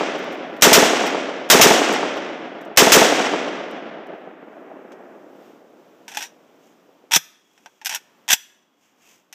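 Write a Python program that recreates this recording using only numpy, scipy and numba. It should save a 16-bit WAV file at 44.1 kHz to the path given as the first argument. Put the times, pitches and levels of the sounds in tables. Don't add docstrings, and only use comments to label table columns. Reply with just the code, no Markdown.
import sys
import numpy as np
from scipy import signal
from scipy.fft import rfft, irfft, next_fast_len
from scipy.io import wavfile
from scipy.ndimage import map_coordinates
from numba import njit

SR = 44100
rng = np.random.default_rng(int(sys.argv[2]) if len(sys.argv) > 2 else 0)


def int16_out(signal):
    q = np.round(np.clip(np.atleast_2d(signal).T, -1, 1) * 32767)
    wavfile.write(sys.argv[1], SR, q.astype(np.int16))


N = 411894
TIME = np.arange(N) / SR


# start in seconds, level in dB.
SHOT_TIMES = [(-0.525, -1.5), (-0.408, -1.5), (0.622, 1.5), (0.730, 1), (1.5002, 2), (1.613, 2),
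              (2.7731, 1), (2.9199, 3)]
# frequency in Hz, level in dB.
BLAST_SPECTRUM = [(40, -16.5), (120, -9.5), (300, 0.5), (1000, 3), (2800, 2.5), (6000, 3), (9000, -6),
                  (15000, -11)]

def shots(blast_db=20, blast_t60=0.1, drift=.0004):
    out, echoes = np.zeros(N), wood()
    for s, db in SHOT_TIMES:
        paths = np.arange(N) * (1 + drift * rng.standard_normal())
        add(out, s, amp(db) * map_coordinates(echoes, [paths], order=3))
        add(out, s, amp(db + blast_db) * colour(burst(blast_t60), BLAST_SPECTRUM))
    return out


# delay in seconds, level in dB.
SLAPS = [(.027, 7.5), (.047, 13), (.097, 7), (.205, -3), (.281, -3), (.417, -5.5), (1.183, -23),
         (1.215, -22.5), (1.355, -25.5), (2.495, -35.5), (4.12, -43)]
# frequency in Hz, level in dB.
DIFFUSE_SPECTRUM = [(40, -58), (75, -38.5), (110, -28), (170, -11), (290, 1), (440, -0.5), (660, 0),
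                    (980, -7.5), (1400, -6), (3000, -7), (6000, -9), (8000, -12), (14000, -21)]
SLAP_SPECTRUM = [(40, -56.5), (90, -30), (200, -6), (330, 1.5), (450, 0.5), (700, 2.5), (1100, -9.5),
                 (2500, -15.5), (6000, -24), (14000, -50)]

def wood():
    clumps = grain(rate=140, spread_db=1.5) * grain(rate=29, spread_db=0.3)
    diffuse = rng.standard_normal(N) * clumps * return_gain(TIME)
    slaps = np.zeros(N)
    for s, db in SLAPS + trunk_echoes():
        add(slaps, s, amp(db) * strike(t60=.05, snap=.35))
    return colour(travel(diffuse), DIFFUSE_SPECTRUM) + colour(travel(slaps), SLAP_SPECTRUM)


def trunk_echoes(count=60, nearest_s=.23, per_second=14, spread_db=3):
    place, size = rng.random(count), rng.standard_normal(count)
    delay = nearest_s + (np.arange(count) + place) / per_second
    return list(zip(delay, 20 * np.log10(return_gain(delay)) + spread_db * size))


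# first arrival, swell and hold in seconds, level in dB, fade in dB a second.
ECHO_REGIONS = [ (0, 0.017, .09, -4.5, 171), (0.033, 0.023, 0.027, -8, 21), (1.55, .28, 0.32, -40, 25),
                (.5, .6, .5, -42.5, 5)]

def return_gain(t):
    power = 0
    for arrives, swell, hold, db, fade_db in ECHO_REGIONS:
        rise = np.clip((t - arrives) / swell, 0, 1)
        fading_s = np.maximum(t - arrives - swell - hold, 0)
        power = power + rise * amp(db - fade_db * fading_s) ** 2
    return np.sqrt(power)


def travel(x, loss_db=3.0, power=1.283):
    hz, s, frames = signal.stft(x, SR, nperseg=256)
    khz = hz[:, None] / 1000
    return signal.istft(frames * amp(-loss_db * khz ** power * s), SR)[1][:N]


def action(echo_db=-27, echo_t60=0.58):
    t = TIME[:2 * SR]
    trees = travel(rng.standard_normal(len(t)) * amp(-60 * t / echo_t60), loss_db=1.5)
    trees = colour(trees, [(60, -24.5), (200, -14.0), (1500, 3.5), (6500, 0), (12000, -1)])
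    trees /= np.sqrt(np.sum(trees ** 2))
    knocks = hammer() + lock_up() + clacks()
    echo = signal.fftconvolve(knocks, trees)[:N]
    return knocks + amp(echo_db) * echo + rings()


# frequency in Hz, level in dB.
RECEIVER_SPECTRUM = [(40, -43.5), (150, -27.5), (500, -20.5), (700, -6.5), (880, -2), (1170, -12.5),
                     (1600, 1), (2100, 0), (2600, 3.5), (3500, 0.5), (4600, -.5), (5900, 2), (8000, -5),
                     (12500, -6), (15500, -16)]

def clacks(clack_db=-2.5, stock_db=-33, dull_thump=3.0):
    out = np.zeros(N)
    for s, db, t60, bright_db in contacts():
        clack = colour(strike(t60, snap=0.15), RECEIVER_SPECTRUM, bright_db)
        add(out, s, amp(db + clack_db) * panels(clack))
        add(out, s, amp(db + stock_db - dull_thump * bright_db) * thump(t60=.016))
    return out


def hammer(lead_s=0.01, level_db=-28):
    out = np.zeros(N)
    for s, _ in SHOT_TIMES:
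        add(out, s - lead_s, amp(level_db) * colour(burst(t60=0.088), RECEIVER_SPECTRUM))
    return out


# start in seconds, level in dB, t60 in seconds, brightness in dB per octave.
SINGLE_CLICKS = [ (4.920, -45, 0.076, -4), (6.081, -36.5, 0.22, -1.5), (6.148, -30.5, 0.076, -2),
                 (6.1714, -16.5, .04, -2.2), (6.226, -27, 0.13, -1), (7.578, -42.5, 0.045, -5),
                 (7.66, -30, 0.054, -6.5), (7.815, -36, 0.077, -5.5), (7.848, -22, .073, 3.5),
                 (7.8589, -11, .03, 1), (7.8682, -13, .048, 1), (7.894, -17.5, .052, 0.5),
                 (7.948, -14, .064, 2), (9.327, -30, .057, -0.5)]
# release in seconds, level in dB, relative thump in dB.
BOLT_RELEASES = [(7.111, 0, 0), (8.280, 1.5, -22)]
# seconds after release, level in dB, t60 in seconds, brightness in dB per octave.
BOLT_CONTACTS = [(0, -25, 0.081, -2), (.0083, -17, .11, -0.9), (.022, -11.5, .058, -1.8),
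                 (0.0262, -4.5, 0.038, 1), (0.0366, -6.5, 0.084, 0.5), (.0493, 3.5, .05, 2),
                 (.0535, 2.5, 0.042, 1.5)]
# start and length in seconds, level in dB.
CARRIER_DRAWS = [(6.112, .06, -37.5), (6.178, .05, -29), (7.894, .068, -22)]

def contacts(count=24, chatter_per_s=100, spread_db=2, chatter_t60=0.062, chatter_bright_db=-2):
    rows = list(SINGLE_CLICKS)
    for s, db, _ in BOLT_RELEASES:
        rows += [(s + after, db + hit_db, t60, bright) for after, hit_db, t60, bright in BOLT_CONTACTS]
    for s, length, db in CARRIER_DRAWS:
        delays = (np.arange(count) + rng.random(count)) / chatter_per_s
        levels = db + spread_db * rng.standard_normal(count)
        rows += [(s + after, level, chatter_t60, chatter_bright_db)
                 for after, level in zip(delays, levels) if after < length]
    return rows


# frequency in Hz, peak in dB relative to the clack, t60 in seconds.
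PANEL_MODES = [(800, 1.5, 0.025), (928, 4, .028), (1536, 3.5, 0.034), (1778, -6.5, .022),
               (2570, -5.5, 0.018), (3430, -.5, 0.0084), (5470, 4, .02), (6010, 0, 0.016), (6900, -2, .025),
               (8130, 3, .014)]

def panels(x, scatter_db=2, detune=0.043):
    t = TIME[:SR // 16]
    hz, db, t60 = np.transpose(PANEL_MODES)[:, :, None]
    share, shift = rng.standard_normal((len(PANEL_MODES), 2, 1)).transpose(1, 0, 2)
    decay = amp(db + scatter_db * share - 60 * t / t60)
    modes = decay * np.cos(2 * np.pi * hz * (1 + detune * shift) * t)
    response = np.sum(modes * 2 * np.log(1000) / (t60 * SR), axis=0)
    return x + signal.fftconvolve(x, response)[:len(x)]


def lock_up():
    out = np.zeros(N)
    for s, db, thump_db in BOLT_RELEASES:
        add(out, s + BOLT_CONTACTS[-1][0], amp(db + thump_db) * thump(t60=.03))
    return out


# frequency in Hz, level in dB.
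STOCK_SPECTRUM = [(30, -23), (70, -11), (160, 6.5), (350, 1), (750, -3.5), (1400, -1.5), (6000, -48)]

def thump(t60):
    return colour(strike(t60, snap=0.65), STOCK_SPECTRUM)


# frequency in Hz, level in dB, t60 in seconds.
RING_MODES = [(1480, -58, .63), (3312, -61, 2.6), (3332, -64, 2.6), (6498, -59, .34), (6977, -59, .34),
              (12740, -37, .33), (13650, -38, .16)]

def rings(lock_db=3, click_db=-11):
    jolts, t = np.zeros(N), TIME[:2 * SR]
    for s, db, thump_db in BOLT_RELEASES:
        add(jolts, s + BOLT_CONTACTS[-1][0], amp([db + lock_db + thump_db / 4]))
    for s, db, _, _ in SINGLE_CLICKS:
        add(jolts, s, amp([db + click_db]))
    ring = sum(amp(db - 60 * t / t60) * np.sin(2 * np.pi * hz * t) for hz, db, t60 in RING_MODES)
    return signal.fftconvolve(jolts, ring)[:N]


# start in seconds, level in dB, t60 in seconds.
CASE_DROPS = [(.183, -37, 0.043), (.235, -46, .06), (0.319, -43, .12), (0.564, -50, 0.097),
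              (1.060, -25, 0.12), (1.926, -21, .08), (2.165, -43.5, 0.12), (2.612, -42.5, 0.052),
              (2.648, -49, 0.069), (3.708, -41, 0.038), (4.068, -50, 0.033)]
# frequency in Hz, level in dB.
LEAF_SPECTRUM = [(500, -17.5), (2500, -3), (6000, -0.5), (13000, -4.5), (16000, -8)]

def cases():
    out = np.zeros(N)
    for s, db, t60 in CASE_DROPS:
        add(out, s, amp(db) * burst(t60))
    return colour(out * grain(rate=1800, spread_db=7.5), LEAF_SPECTRUM)


# middle and half length in seconds, level in dB.
RUSTLE_SWELLS = [(6.672, .06, -66), (7.602, .25, -60.5), (8.856, 0.062, -59), (9.096, 0.087, -50.5)]
# frequency in Hz, level in dB.
RUSTLE_SPECTRUM = [(200, -6.5), (900, -3), (1500, -5), (2700, 3.5), (4000, -5.5), (6500, 1.5), (9000, -9),
                   (13000, -10.5), (16000, -14)]

def rustle(rest_db=-79):
    hiss = rng.standard_normal(N) * grain(rate=330, spread_db=2.0)
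    swells = sum(amp(db) * np.exp(-((TIME - s) / half) ** 2) for s, half, db in RUSTLE_SWELLS)
    return colour(hiss, RUSTLE_SPECTRUM) * (amp(rest_db) + swells)


# frequency in Hz, level in dB.
AIR_SPECTRUM = [(30, -35), (60, -27), (90, -14.5), (240, 2), (500, -3), (1000, -4.5), (2000, -12.5),
                (3200, -14), (6000, -20.5), (9000, -27.5), (14000, -26.5)]

def air(level_db=-58):
    return amp(level_db) * colour(rng.standard_normal(N) * grain(rate=5.5, spread_db=2.4), AIR_SPECTRUM)


def amp(db):
    return 10 ** (np.asarray(db) / 20)


def add(out, s, x):
    i = int(round(s * SR))
    x, i = x[max(-i, 0):], min(max(i, 0), N)
    out[i:i + len(x)] += x[:N - i]


def colour(x, points, tilt_db=0):
    n = 2 * next_fast_len(len(x))
    octave = np.log2(np.maximum(np.arange(n // 2 + 1) * SR / n, 10))
    hz, db = np.transpose(points)
    tilt = tilt_db * np.maximum(octave, np.log2(hz[2]))
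    gain = amp(np.interp(octave, np.log2(hz), db) + tilt)
    cepstrum = irfft(np.log(gain / np.sqrt(np.mean(gain ** 2))))
    cepstrum[1:n // 2] *= 2
    cepstrum[n // 2 + 1:] = 0
    return irfft(rfft(x, n) * np.exp(rfft(cepstrum)), n)[:len(x)]


def burst(t60):
    t = TIME[:SR // 2]
    return rng.standard_normal(len(t)) * amp(-60 * t / t60)


def strike(t60, snap):
    x = burst(t60)
    energy = t60 * SR / (2 * np.log(1000))
    x *= np.sqrt((1 - snap) * energy / np.sum(x ** 2))
    x[0] = np.sqrt(snap * energy)
    return x


def grain(rate, spread_db):
    gain = amp(spread_db * np.interp(TIME * rate, np.arange(N), rng.standard_normal(N)))
    return gain / np.sqrt(np.mean(gain ** 2))


def scene():
    return (shots() + action() + cases() + rustle() + air())[None]


def squash(x, ceiling):
    return x / (1 + (x / ceiling) ** 4) ** .25


@njit
def follow(x, attack, release, level):
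    out = np.empty(len(x))
    for i in range(len(x)):
        level = max(level * release, level + (abs(x[i]) - level) * attack)
        out[i] = level
    return out


def excess(x, target, attack_s, release_db, start_db=0):
    attack = 1 - np.exp(-1 / (attack_s * SR))
    release = float(amp(-release_db / SR))
    return np.maximum(follow(x / target, attack, release, float(amp(start_db))), 1)


# frequency in Hz, level in dB.
PORT_RESPONSE = [(30, -9.5), (70, -9.5), (160, -2), (3300, -1), (4300, -7), (5600, -1), (7800, -1.5),
                 (10000, -8.5), (12500, -1), (15000, 0)]

def record(dry, overload=1.97, deepest_db=8.5, top_hz=15300):
    x = colour(squash(dry[0], overload), PORT_RESPONSE)
    ducking = excess(x, target=0.57, attack_s=0.00073, release_db=6.0, start_db=5.5)
    x = x / np.minimum(ducking, amp(deepest_db))
    limiting = excess(x, target=0.71, attack_s=0.00052, release_db=151.5)
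    x = squash(x / limiting, ceiling=0.89)
    lowpass = signal.ellip(10, .1, 70, top_hz, fs=SR, output="sos")
    return signal.sosfilt(lowpass, x)[None]


dry = scene()
out = record(dry)
int16_out(out)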